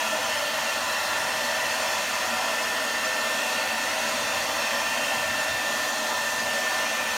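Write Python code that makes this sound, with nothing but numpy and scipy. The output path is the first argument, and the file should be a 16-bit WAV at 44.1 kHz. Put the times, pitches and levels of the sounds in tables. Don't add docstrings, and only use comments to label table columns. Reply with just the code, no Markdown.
import sys
import numpy as np
from scipy import signal
from scipy.fft import rfft, irfft, next_fast_len
from scipy.io import wavfile
from scipy.ndimage import uniform_filter1d, map_coordinates

SR = 44100
rng = np.random.default_rng(int(sys.argv[2]) if len(sys.argv) > 2 else 0)


def gain_from_decibels(decibels):
    exponent = np.asarray(decibels, float) / 20
    return 10 ** exponent


def store_pcm(level_fs):
    pcm = np.round(np.clip(level_fs, -1, 1) * 32767).astype(np.int16)
    wavfile.write(sys.argv[1], SR, np.atleast_2d(pcm).T)


N = 316180


def unit(x):
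    return x / np.sqrt(np.mean(x ** 2) + 1e-20)


def along(points, hz):
    f, value = np.transpose(points)
    return np.interp(np.log(hz + 1), np.log(f + 1), value)


def wobble(rate):
    knots = rng.standard_normal(int(N * rate / SR) + 4)
    return map_coordinates(knots, [np.arange(N) * rate / SR])


def swells(rows):
    t = np.arange(N) / SR
    return sum(db * np.exp(-((t - s) / half) ** 2) for s, db, half in rows)


def filtered(x, response):
    m = next_fast_len(N + 8192)
    return irfft(rfft(x, m) * response(np.fft.rfftfreq(m, 1 / SR)), m)[:N]


ZONE_EDGES = (10, 187, 485, 1800, 3300, 9000, 15750)


def zone_share(hz, zone):
    def rise(edge):
        return np.clip(.5 + (hz / edge - 1) * 12, 0, 1)
    return np.sqrt(rise(ZONE_EDGES[zone]) * (1 - rise(ZONE_EDGES[zone + 1])))


def turbulence(patchy_db):
    z = signal.stft(rng.standard_normal(N + 1024), nperseg=512)[2]
    patches = uniform_filter1d(rng.standard_normal(z.shape), size=5, axis=0)
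    patches = uniform_filter1d(patches, size=16, axis=1)
    return signal.istft(z * gain_from_decibels(patchy_db * unit(patches)), nperseg=512)[1][:N]


# (time [s], buffet level [dB], half length [s])
GUSTS = [(.33, 1, .04), (1.2, 2.5, .15), (2.2, 2, .3), (3.0, -3, .25), (3.75, -4, .2), (4.35, 8, 0.23),
         (5.3, 6.5, .15), (5.53, 13, 0.037), (5.75, 4, 0.091), (6.45, 4, .1), (7.1, 4, .1)]
# (time [s], hum level [dB], half length [s])
NEARING = [
    (.05, 2, .1),
    (.35, -4, .1),
    (1.15, 1.5, 0.22),
    (1.55, -3, .12),
    (2.9, 2, 0.87),
    (5.1, -1, .3),
    (6.3, 1, 0.49),
]
# (time [s], roar level [dB], rasp level [dB], half length [s])
TIPPING = [
    (.33, 1, 2, 0.045),
    (1.8, 1, -0.5, 0.16),
    (2.3, 1.5, .5, 0.19),
    (3.75, -0.5, .5, 0.33),
    (4.25, 0, -0.5, .15),
    (4.7, 1, 0.5, 0.22),
    (5.55, -.5, -1, 0.13),
    (5.95, -1, -1.5, 0.22),
    (6.35, -0.5, -2, 0.21),
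    (7.0, -0.5, 1, 0.14),
]
HAND_DRIFT = (1.0, 0.31, 0.15, 0.23)


def barrel_air():
    air = scattered(turbulence(patchy_db=0.67))
    s, roar_db, rasp_db, half = np.transpose(TIPPING)
    levels = (-56 + swells(GUSTS),
              -45 + swells(NEARING),
              -30.5 + swells(zip(s, roar_db, half)),
              -32.5 + swells(zip(s, rasp_db, half)))
    body = np.zeros(N)
    for zone, (level_db, drift_db) in enumerate(zip(levels, HAND_DRIFT)):
        sound = unit(filtered(air, lambda hz: bathroom(hz) * zone_share(hz, zone)))
        body += gain_from_decibels(level_db + drift_db * wobble(3.03)) * sound
    return body


# (frequency [Hz], level per Hz [dB])
HISS_COLOUR = [(2500, -6), (3000, 11), (3250, 1), (3800, -4.5), (4150, -0.5), (4400, -2.5), (4620, 0),
               (4880, -8), (5000, -9.5), (5200, -1.5), (5700, -4.5), (5900, -3), (7150, -4), (7450, -9.5),
               (10000, -9.5)]
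# (frequency [Hz], level per Hz [dB])
FIZZ_COLOUR = [(8000, -2), (9200, -2.5), (9900, 0), (10450, -6.5), (10900, -1), (11600, -2), (12100, -5.5),
               (12500, -2.5), (13500, -5), (14500, -5), (15700, -5)]


def nozzle_jet():
    jet = scattered(turbulence(patchy_db=0.8))
    jet_db = -34 + .2 * wobble(5)
    hiss = unit(filtered(jet, lambda hz: gain_from_decibels(along(HISS_COLOUR, hz)) * zone_share(hz, 4)))
    fizz = unit(filtered(jet, lambda hz: gain_from_decibels(along(FIZZ_COLOUR, hz)) * zone_share(hz, 5)))
    hiss_gain = gain_from_decibels(jet_db + .3 * wobble(12))
    fizz_gain = gain_from_decibels(jet_db - 9.83 + .3 * wobble(25))
    return hiss_gain * hiss + fizz_gain * fizz


# (time [s], passing rate [Hz], tone level [dB])
BLADES = [(0.0, 1773.5, -39), (0.17, 1775, -36), (0.33, 1774.6, -42), (0.5, 1775.5, -37),
          (1.1, 1781.5, -37.5), (1.6, 1782, -35.5), (2.2, 1785, -41), (2.85, 1788, -34.5),
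          (3.2, 1788.5, -34), (3.4, 1793, -37), (3.85, 1795, -35), (4.0, 1792.6, -42), (4.5, 1790.5, -42),
          (4.75, 1788.6, -37), (5.7, 1787.5, -31.5), (6.02, 1787, -36.5), (6.58, 1783, -30.5),
          (7.17, 1783, -36)]
OVERTONES = (-52.5, -55.5)
# (time [s], second harmonic level [dB], third harmonic level [dB])
FACING = [
    (1.1, 4, 9),
    (1.95, 1, 11),
    (2.35, 5, 5),
    (2.85, -5, 3),
    (3.35, 6, 5),
    (4.25, 9, -2),
    (4.75, 3, 8),
    (5.5, 7, 5),
    (6.1, 2, -3),
    (6.85, 1, 5),
]


def blade_whine():
    s, rate_hz, tone_db = np.transpose(BLADES)
    t = np.arange(N) / SR
    turn = 2 * np.pi * np.cumsum(np.interp(t, s, rate_hz)) / SR
    levels = [np.interp(t, s, tone_db)]
    for k, rest_db in enumerate(OVERTONES):
        turns = [(row[0], row[k + 1], 0.19) for row in FACING]
        levels.append(rest_db + swells(turns))
    whine = np.zeros(N)
    for k, level_db in enumerate(levels):
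        gain = np.sqrt(2) * gain_from_decibels(level_db + (.3 + 1.5 * k) * wobble(12))
        blur = (.05 + .4 * k) * wobble(30)
        whine += gain * np.sin((k + 1) * turn + blur)
    return whine


# (frequency [Hz], width [Hz], level [dB])
TILE_WAVES = [(90, 14, -19.6), (151, 27, -20.8), (232, 43, -10.3), (292, 45, -13.9), (465, 18, -15.9),
              (515, 29, -7.2), (576, 15, -0.2), (627, 68, -1.9), (662, 14, -7.7), (743, 17, -3.3),
              (784, 36, -5.2), (845, 23, -6.5), (889, 48, -5.3), (945, 42, -8.0), (1008, 99, -5.5),
              (1113, 18, -8.4), (1191, 33, -6.5), (1334, 58, -8.7), (1369, 20, -4.5), (1438, 116, -10.1),
              (1851, 15, -6.0), (1934, 90, -8.6), (1996, 35, -9.5), (2075, 39, -12.2), (2150, 36, -11.4),
              (2419, 141, -12.5), (2583, 161, -9.4), (2723, 156, -7.3), (2841, 33, -12.2),
              (3108, 145, -15.0)]
# (frequency [Hz], level per Hz [dB])
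BARREL_COLOUR = [(25, -52.4), (80, -19.8), (180, -28.3), (330, -21.5), (440, -20.5), (545, -27),
                 (720, -16.5), (1150, -14.4), (1700, -12), (1850, -10.5), (2280, -17.4), (2900, -16.4),
                 (3250, -13), (3600, -18.4)]


def bathroom(hz):
    power = gain_from_decibels(2 * along(BARREL_COLOUR, hz))
    for centre, width, db in TILE_WAVES:
        power = power + gain_from_decibels(2 * db) / (1 + (2 * (hz - centre) / width) ** 2) ** 2
    return np.sqrt(power)


# (frequency [Hz], level [dB])
ECHOES = [
    (100, -20),
    (700, -15),
    (1500, -12),
    (3000, -8.5),
    (6000, -10),
    (9000, -12.5),
    (14000, -17),
]


def scattered(x):
    hz, _, z = signal.stft(x, SR, nperseg=4096)
    comb = rng.standard_normal((2, *z.shape))
    comb = uniform_filter1d(comb, size=3, axis=1)
    comb = unit(uniform_filter1d(comb, size=10, axis=2))
    echo_db = along(ECHOES, hz)
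    gain = np.abs(1 + gain_from_decibels(echo_db)[:, None] * (comb[0] + 1j * comb[1]))
    gain /= np.sqrt(1 + 2 * gain_from_decibels(2 * echo_db))[:, None]
    return signal.istft(z * gain, SR, nperseg=4096)[1][:len(x)]


def scene():
    return np.tile(barrel_air() + nozzle_jet() + blade_whine(), (2, 1))


# (time [s], lowest frequency [Hz], highest frequency [Hz])
SLIPS = [(0.039, 9000, 9800), (0.086, 12600, 13800), (0.248, 6600, 13800), (0.387, 5200, 6300),
         (0.434, 11700, 15800), (0.991, 14500, 15800), (1.712, 4500, 14500), (1.826, 6300, 7600),
         (2.64, 4200, 5700), (3.057, 4580, 6860), (3.895, 4570, 13200), (4.683, 7700, 9000),
         (4.799, 13800, 15200), (5.402, 6230, 15800), (6.03, 11700, 12800), (6.261, 10400, 11700),
         (6.4, 4200, 10400), (6.54, 11300, 12400), (7.122, 6300, 7700)]


def side_slips(mono):
    side = np.zeros(N + 2048)
    fade = np.pad(signal.windows.tukey(1200, .6), 424)
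    hz = np.fft.rfftfreq(2048, 1 / SR)
    band_hz, share = 1380, .25
    for s, low_hz, high_hz in SLIPS:
        at = round(s * SR) - 1024
        strength = np.abs(rfft(mono[at:at + 2048], 2048))
        noise = strength * np.exp(2j * np.pi * rng.random(len(hz)))
        chosen = (rng.random(32) < share)[(hz // band_hz).astype(int)]
        chosen = chosen | (hz < low_hz + band_hz) | (hz > high_hz - band_hz)
        side[at:at + 2048] += fade * irfft(noise * chosen * (hz > low_hz) * (hz < high_hz))
    return side[:N]


def top_cut(x):
    return signal.sosfilt(signal.butter(12, 15725, fs=SR, output="sos"), x)


def record(dry):
    mix = dry + np.outer([1, -1], side_slips(dry[0]))
    return top_cut(mix)


dry = scene()
out = record(dry)
store_pcm(out)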